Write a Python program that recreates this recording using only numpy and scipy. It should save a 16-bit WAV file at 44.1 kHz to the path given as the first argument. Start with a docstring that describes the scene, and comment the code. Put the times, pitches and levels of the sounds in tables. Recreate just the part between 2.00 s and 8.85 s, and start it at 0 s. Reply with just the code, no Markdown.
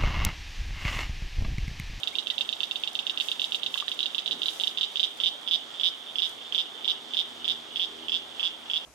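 """A shallow concrete creek: close on the right a small frog clicks, quick double ticks slowing into rattles.
Each snap of its larynx excites the resonances of its vocal sac; the banks and a culvert reflect the sound.
Water runs and gurgles, more frogs call far off, a few drops plop as their trapped bubbles ring,
something rustles on the left, a bird whistles once and a distant motor hums."""
import sys
import numpy as np
from scipy import signal
from scipy.fft import rfft, irfft
from scipy.io import wavfile
from scipy.ndimage import uniform_filter1d

SR = 44100
rng = np.random.default_rng(int(sys.argv[2]) if len(sys.argv) > 2 else 0)


def log_audio(samples):
    """Write samples as a 16-bit WAV file to the path given in sys.argv[1]."""
    # one column per channel
    frames = np.atleast_2d(samples).T
    # limit to full scale, then quantise
    limited = np.clip(frames, -1, 1)
    pcm = np.round(limited * 32767).astype(np.int16)
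    wavfile.write(sys.argv[1], SR, pcm)


N = 302085

# the frog's voice: (time [s], sac pitch [Hz], fullness [0 = dry tick, 1 = full rattle],
# relative level of the opening note [dB], gain of the path to the left [dB])
VOICE = [(0, 3370, 0.064, -11, -3), (1.2, 3312, 0, -10, 0), (2.098, 3370, .18, -10.5, -1.5),
         (2.899, 3347, .5, -12, -0.5), (3.501, 3304, 1, -13, -1.5), (4.6, 3303, 1, -14.5, 1.5),
         (5.3, 3357, 0.98, -14.5, 2), (6.1, 3201, 0.95, -14.5, 1.5), (6.8, 3223, 0.97, -15, 2)]


def frog(stretch=0.013, relax_s=0.032, pitch_jitter=.017, jitter_s=.0001, jitter_db=.6):
    """Tension raises a resonance: each click stretches the sac, so the pitch climbs through a rattle."""
    # calls: (start [s], relative level of the middle and closing notes [dB], delay of the repeated
    # opening [ms], of the middle note [ms], of the closing note [ms], closing clicks [count]); 0 = absent
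    croaks = [(0.0333, -10, 0, 40.4, 0, 0), (0.154, -7.6, 0, 31.2, 0, 0), (0.2706, -9, 0, 30.8, 0, 0),
              (0.3807, -8.3, 0, 28.3, 0, 0), (0.4907, -12.4, 0, 36.5, 0, 0), (0.6051, -9.2, 0, 27.1, 0, 0),
              (0.7111, -12, 0, 46.5, 0, 0), (0.8364, -11.8, 0, 38.5, 0, 0), (0.9529, -9.6, 0, 37.1, 0, 0),
              (1.0677, -9.6, 0, 28.8, 0, 0), (1.1747, -8.9, 0, 25.4, 32.5, 2),
              (1.2853, -9.5, 0, 30.3, 0, 0), (1.3962, -9.3, 0, 21.1, 46, 2), (1.5213, -7.1, 0, 24.6, 0, 0),
              (1.6329, -9.9, 0, 29.4, 0, 0), (1.7417, -11.4, 0, 35.2, 58.8, 2),
              (1.8813, -11.4, 0, 34.9, 0, 0), (1.9911, -9.3, 14.1, 38.1, 67, 2),
              (2.147, -11, 0, 34.4, 39.5, 2), (2.2601, -10.4, 17.2, 50.5, 59, 3),
              (2.4186, -9.4, 13.5, 39.3, 64.7, 3), (2.599, -7.7, 10.7, 36.8, 73.8, 2),
              (2.7738, -8.7, 10.8, 37.1, 56.9, 4), (2.9576, -6.2, 13.6, 38.5, 72.7, 5),
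              (3.201, -7.6, 9.9, 35.2, 58.5, 6), (3.4759, -8.2, 10.1, 35, 58.2, 5),
              (3.7974, -7.7, 14.1, 36.4, 58.7, 6), (4.1569, -9.8, 0, 27.4, 63.1, 9),
              (4.5234, -9.8, 0, 23.8, 56.1, 7), (4.845, -9.4, 9, 32.9, 53.5, 4),
              (5.1361, -10.2, 9.4, 33.1, 53.5, 5), (5.4445, -11.2, 9, 34.2, 53.5, 5),
              (5.7592, -11.9, 11.6, 37, 58.8, 6), (6.083, -11.8, 11.8, 36.7, 59.5, 6),
              (6.3957, -11.3, 10.1, 33.7, 56.3, 5), (6.699, -11.6, 13.6, 35.1, 60, 4)]
    clicks = np.array(sorted(c for row in croaks for c in call(*row)))
    times, pitch_hz, fullness, *_ = np.transpose(VOICE)
    out, tension, last = np.zeros(N), 0, 0
    for (s, db), (sharp, late, hard) in zip(clicks, rng.standard_normal((len(clicks), 3))):
        tension *= np.exp(-abs(s - last) / relax_s)
        hz = np.interp(s, times, pitch_hz) * (1 + stretch * tension + pitch_jitter * sharp)
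        gain = undb(min(db + jitter_db * hard, -8) + 0.22)  # the hardest clicks are capped
        add(out, s + jitter_s * late, gain * click(hz, np.interp(s, times, fullness)))
        tension, last = tension + 1, s
    return out


def call(s, db, repeat_ms, middle_ms, closing_ms, closing_clicks, opening_clicks=2, break_s=.0035):
    """Pulse trains in sequence, each cut off by the next: a call's clicks as (time [s], level [dB])."""
    # each note as dry tick, then as full rattle: (click spacing [ms], fade per click [dB])
    opening = [(6.0, 6.5), (4.8, 5.5)]
    middle = [(4.0, 4.5), (5.7, 1.7)]
    closing = [(4.8, 3.1), (5.8, 0.97)]
    times, _, fullness, opening_db, _ = np.transpose(VOICE)
    full, soft_db = np.interp(s, times, fullness), np.interp(s, times, opening_db)
    middle_clicks = np.interp(full, [0, 1], [2.6, 4.2])
    clicks = note(opening, s, soft_db, full, opening_clicks)
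    later = [(opening, repeat_ms, soft_db, opening_clicks),
             (middle, middle_ms, db, middle_clicks),
             (closing, closing_ms, db, closing_clicks)]
    for shape, ms, note_db, count in later:
        if ms > 0:
            start = s + ms / 1000
            clicks = [c for c in clicks if c[0] < start - break_s]
            clicks += note(shape, start, note_db, full, count)
    return clicks


def note(shape, s, db, fullness, count):
    """A decaying pulse train as (time [s], level [dB]); a fuller voice decays more slowly."""
    tick, rattle = np.array(shape)
    spacing_ms, fade_db = tick + np.clip(fullness, 0, 1) * (rattle - tick)
    return [(s + k * spacing_ms / 1000, db - k * fade_db) for k in range(int(round(count)))]


def click(pitch_hz, fullness, sac_hz=3370, size=1024):
    """Impulse excitation: a snap of the larynx rings the vocal sac; in dry ticks two resonances beat."""
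    # sac response at pitch sac_hz: (frequency [Hz], dry tick gain [dB], full rattle gain [dB])
    sac = [(1000, -53, -81), (2030, -32, -29), (2447, -22.5, -24), (2799, 5, -8.5), (2590, -1, -3.5),
           (3030, 0.5, -3.5), (3547, 1.5, 4.5), (3663, 7.5, -1.5), (3823, -0.5, -15), (4160, -20.5, -26),
           (4570, -13, -25), (5020, -53, -41), (9500, -69, -72)]
    tick_db, full_db = spectra(sac, np.fft.rfftfreq(size, 1 / SR) * sac_hz / pitch_hz)
    return ring(tick_db + np.clip(fullness, 0, 1) * (full_db - tick_db))


def ring(db, size=1024):
    """Minimum-phase impulse response of a resonator with this gain curve, peak 1."""
    cepstrum = irfft(np.log(undb(db)))
    cepstrum[1:size // 2] *= 2  # folding the cepstrum makes the ring causal
    cepstrum[size // 2 + 1:] = 0
    x = irfft(np.exp(rfft(cepstrum)))
    return x / np.abs(x).max()


def overtones(voice, level_db=-22.5, linger_s=0.0086):
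    """Scattering by the banks turns the frog's treble into a sizzle that lingers after each click."""
    # overtone spectrum: (frequency [Hz], dry tick level [dB], full rattle level [dB])
    colour = [(3000, -19.5, -15.5), (4250, -8, -9), (4530, 5, 6), (5190, 0.5, 7), (5760, -4, -2),
              (6400, -4.5, -6), (7780, -11, -15.5), (11300, -41, -21), (13400, -16, -13), (14800, -51, -45)]
    keep = np.exp(-1 / (linger_s * SR))
    power = signal.lfilter([1 - keep], [1, -keep], voice ** 2)
    fullness = np.clip(curves(VOICE)[1], 0, 1)
    tick, rattle = (np.array([unit(hiss(colour, column)) for _ in range(2)]) for column in range(2))
    sizzle = tick * np.sqrt(1 - fullness) + rattle * np.sqrt(fullness)
    return pan(sizzle * np.sqrt(power), -2.0) * undb(level_db)


def shadow(voice):
    """Acoustic shadow: the left side, turned away from the frog, gets a thinner sound."""
    # colour on the shaded side: (frequency [Hz], gain [dB])
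    shade = [(2700, -2.5), (3300, 4), (3750, 3.5)]
    shade_db, = spectra(shade, np.fft.rfftfreq(N, 1 / SR))
    *_, left_db = curves(VOICE)
    return irfft(rfft(voice) * undb(shade_db), N) * undb(left_db)


def creek(x, channel, direct_db, lag_ms, near_db, far_db, patterns=8):
    """Multipath propagation: direct sound plus echoes whose pattern changes as the listener sways."""
    out = np.zeros(N)
    add(out, lag_ms / 1000, undb(direct_db) * x)
    for part in np.array_split(np.arange(N), patterns):
        add(out, part[0] / SR, signal.fftconvolve(x[part], banks(channel, near_db, far_db)))
    return out


def banks(channel, near_db, far_db, near_t60=0.19, far_t60=0.86):
    """Reflection off concrete: an impulse response of early scatter, smeared echoes and a faint tail."""
    # echoes from banks and culvert: (delay [ms], smear [ms], left gain [dB], right gain [dB])
    echoes = [(1.1, 1.2, -20, -26), (7.5, 3, -26, -23), (14, .5, -28, -16), (19, 2, -27, -21),
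              (38, 5, -28, -20), (75.5, 1.5, -27, -17.5), (228, 4, -26, -17.5)]
    response = np.zeros(SR)
    add(response, 0.003, undb(near_db) * scatter(near_t60 / np.log(1000)))
    # far paths lose the edges of the call's spectrum
    add(response, 0.045, undb(far_db) * band(scatter(far_t60 / np.log(1000)), 2240, 5800))
    for delay_ms, smear_ms, *db in echoes:
        echo = undb(db[channel]) * scatter(smear_ms / 1000)
        add(response, delay_ms / 1000, band(echo, 2630, 3520) if delay_ms > 60 else echo)
    return response


def scatter(decay_s):
    """Diffuse reflection: decaying noise with unit gain in the frog's band, 2800-3800 Hz."""
    t = np.arange(int(np.clip(10 * decay_s * SR, SR // 20, SR))) / SR
    tail = rng.standard_normal(len(t)) * np.exp(-t / decay_s)
    return tail / np.sqrt(np.mean(np.abs(rfft(tail, SR)[2800:3800]) ** 2))


def water(flicker_db=1.0):
    """Broadband flow noise: a shallow stream's wide wash, whose octaves flicker independently."""
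    # running water, mid signal: (frequency [Hz], spectral density [dB per Hz])
    wash = [(30, -120), (60, -109), (100, -96), (190, -91), (260, -83.5), (550, -83), (800, -80.5),
            (1000, -84.5), (1250, -84), (1700, -87.5), (4500, -90), (8000, -99), (10000, -105),
            (15500, -113)]
    # its spread: (frequency [Hz], side minus mid [dB], left minus right [dB])
    width = [(100, -5, 5), (302, -2.5, 4), (1250, -2.5, -0.7), (4000, 0, 0), (10000, -22, 1)]
    hz = np.fft.rfftfreq(N, 1 / SR)
    side_db, left_db = spectra(width, hz)
    mid, side = rfft(hiss(wash)), rfft(hiss(wash)) * undb(side_db)
    both = np.array([(mid + side) * undb(left_db / 2), (mid - side) * undb(-left_db / 2)])
    octave = np.floor(np.log2(np.maximum(hz, 200)))
    return sum(irfft(both * (octave == k), N) * undb(flicker_db * walk(22)) for k in np.unique(octave))


def gurgle(peak_s=2.36, width_s=0.087, level_db=-50.5):
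    """Low-band flow noise swells as the water churns for a moment."""
    churn = unit(band(rng.standard_normal(N), 200, 450))
    return pan(churn * undb(level_db) * swell(peak_s, width_s, width_s), 2)


def far_frogs(level_db=-53, waver_db=1.0, band_hz=(3050, 3740)):
    """Incoherent summation: the clicks of frogs down the creek merge into a wavering band of noise."""
    sides = [unit(band(band(rng.standard_normal(N), *band_hz), *band_hz)) for _ in range(2)]
    return pan(np.array(sides), -19.0) * undb(level_db + waver_db * np.tanh(walk(14)))


def drops(glide=2.0, onset_s=0.00039, splash_db=-11, splash_s=0.0024):
    """Bubble resonance: each drop slaps the surface and traps air that rings and rises in pitch."""
    # drops on the water: (time [s], starting pitch [Hz], level [dB], time to fade by 60 dB [s])
    impacts = [(1.756, 1080, -31, 0.027), (1.757, 1650, -34, 0.017), (1.824, 1156, -25, 0.026),
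               (1.88, 1830, -32.5, 0.017)]
    out, t = np.zeros(N), np.arange(SR // 10) / SR
    for s, hz, db, t60 in impacts:
        bubble = np.exp(-np.log(1000) * t / t60) * np.sin(2 * np.pi * hz * t * (1 + glide * t))
        slap = unit(band(rng.standard_normal(len(t)), hz * .75, hz * 1.28)) * np.exp(-t / splash_s)
        add(out, s, undb(db) * (1 - np.exp(-t / onset_s)) * (bubble + undb(splash_db) * slap))
    return pan(out, 7.3)


def rustle(grain_db=4.5, crackle_db=2.0, gain_db=9.0):
    """Friction noise: soft, crackly brushes of rubbing close on the left."""
    # spectrum of the rubbing: (frequency [Hz], relative level [dB])
    colour = [(1000, -13), (3000, -3), (6000, -0.5), (9000, -5), (13000, -9.5), (16000, -19)]
    # brushes: (peak time [s], rise [s], fall [s], relative level [dB])
    strokes = [(1.235, 0.033, 0.1, -55.5), (1.42, 0.011, 0.11, -59.5), (1.555, 0.015, 0.023, -57),
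               (1.775, 0.06, 0.041, -57.5), (2.56, 0.14, 0.16, -56), (4.28, 0.049, 0.089, -62.5)]
    # faint hiss between them: (time [s], relative level [dB])
    faint_hiss = [(0, -67.5), (3.1, -71), (4.2, -80), (6.85, -79)]
    faint_db, = curves(faint_hiss)
    brushes = np.sqrt(sum((undb(db) * swell(s, rise, fall)) ** 2 for s, rise, fall, db in strokes))
    grains = np.repeat(rng.exponential(size=N // 40 + 1), 40)[:N]
    crackle = unit(undb(crackle_db * np.minimum(grains, 5)))
    envelope = np.hypot(undb(faint_db + grain_db * walk(300)), brushes * crackle)
    rub = np.array([unit(hiss(colour)) for _ in range(2)]) * envelope
    return pan(rub, 2.7) * undb(gain_db)


def dry_ticks(decay_s=0.001):
    """Transients in the rustle: bright noise bursts with a fast exponential decay."""
    # small ticks: (time [s], level before the band-pass [dB])
    ticks = [(1.316, -32), (4.2933, -29.5), (5.483, -34)]
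    out, t = np.zeros(N), np.arange(SR // 20) / SR
    for s, db in ticks:
        add(out, s, undb(db) * rng.standard_normal(len(t)) * np.exp(-t / decay_s))
    return pan(band(out, 3500, 10200), 2)


def bird(taper=0.35):
    """Frequency-swept pure tones: a thin upward whistle and a soft after-note."""
    # whistles: (start [s], length [s], first pitch [Hz], last pitch [Hz], level [dB])
    whistles = [(0.122, .066, 1980, 3150, -44), (0.306, .035, 2060, 1860, -50)]
    out = np.zeros(N)
    for s, length, first_hz, last_hz, db in whistles:
        hz = np.linspace(first_hz, last_hz, int(length * SR))
        tone = np.sin(2 * np.pi * np.cumsum(hz) / SR)
        add(out, s, undb(db) * signal.windows.tukey(len(hz), taper) * tone)
    return pan(out, 1.9)


def motor(hz=80.8, waver=0.0016, waver_db=1.0):
    """A harmonic series: a far motor's hum, each harmonic fading in and out on its way."""
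    # course of the hum: (time [s], level [dB], spectral tilt [dB per harmonic])
    course = [(0, -66.5, -3.5), (1, -66, -0.5), (3, -69, 0.5), (4.7, -70, -1.5), (4.9, -66.5, 4),
              (5.3, -63, -2), (5.52, -56.5, 0), (5.72, -65, -1), (6, -56, 0.8), (6.3, -62, -2.5),
              (6.85, -67.5, 0)]
    # harmonics: (order [multiple of hz], relative level [dB])
    orders = [(1, -15), (2, -14.5), (3, -1), (4, -2), (5, -0.5)]
    db, tilt_db = curves(course)
    phase = 2 * np.pi * np.cumsum(hz * (1 + waver * walk(6))) / SR
    pivot = np.mean(orders, axis=0)[0]
    hum = sum(undb(order_db + tilt_db * (k - pivot) + waver_db * walk(5.0)) * np.sin(round(k) * phase)
              for k, order_db in orders)
    return pan(np.sqrt(2) * hum * undb(db), 4.0)


def undb(db):
    """Decibels to amplitude gain."""
    return 10 ** (np.asarray(db) / 20)


def unit(x):
    """Scale to rms 1."""
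    return x / np.sqrt(np.mean(x ** 2))


def curves(table):
    """The columns of a timed table, interpolated sample by sample."""
    s, *columns = np.transpose(table)
    return [np.interp(np.arange(N) / SR, s, c) for c in columns]


def spectra(table, hz):
    """The columns of a frequency table, interpolated on a log axis."""
    f, *columns = np.transpose(table)
    return [np.interp(np.log(hz + 1), np.log(f), c) for c in columns]


def hiss(table, column=0):
    """Noise with the given spectral density [dB per Hz]."""
    db = spectra(table, np.fft.rfftfreq(N, 1 / SR))[column]
    return irfft(rfft(rng.standard_normal(N)) * undb(db), N) * np.sqrt(SR / 2)


def band(x, low_hz, high_hz):
    """Band-pass filter."""
    sos = signal.butter(2, [low_hz, high_hz], "band", fs=SR, output="sos")
    return signal.sosfilt(sos, x + 1e-18)


def walk(rate_hz):
    """Smooth random fluctuation with rms 1."""
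    hold = int(SR / rate_hz)
    steps = np.repeat(rng.standard_normal(N // hold + 1), hold)
    return unit(uniform_filter1d(steps, hold)[:N])


def swell(peak_s, rise_s, fall_s):
    """A bell-shaped envelope with peak 1."""
    t = np.arange(N) / SR - peak_s
    return np.exp(-(t / np.where(t < 0, rise_s, fall_s)) ** 2)


def pan(x, left_db):
    """Place a sound by its level difference, left minus right."""
    return x * undb(np.array([[left_db], [-left_db]]) / 2)


def add(out, s, x):
    """Mix x into out from time s."""
    i = int(np.clip(s * SR, 0, len(out)))
    out[i:i + len(x)] += x[:len(out) - i]


def scene():
    """Superposition: the frog, louder and earlier on the right, over the sounds of the creek."""
    voice = frog()
    left = creek(shadow(voice), channel=0, direct_db=-16, lag_ms=.23, near_db=-19.5, far_db=-25.5)
    right = creek(voice, channel=1, direct_db=0, lag_ms=0, near_db=-14.5, far_db=-21.5)
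    near_frog = np.array([left, right]) + overtones(voice)
    return (near_frog + far_frogs() + water() + gurgle() + drops()
            + rustle() + dry_ticks() + bird() + motor())


def record(dry, top_hz=15900):
    """Band limiting: a steep low-pass filter cuts the highest treble."""
    return signal.sosfilt(signal.ellip(10, .2, 70, top_hz, fs=SR, output="sos"), dry)


dry = scene()
out = record(dry)
log_audio(out)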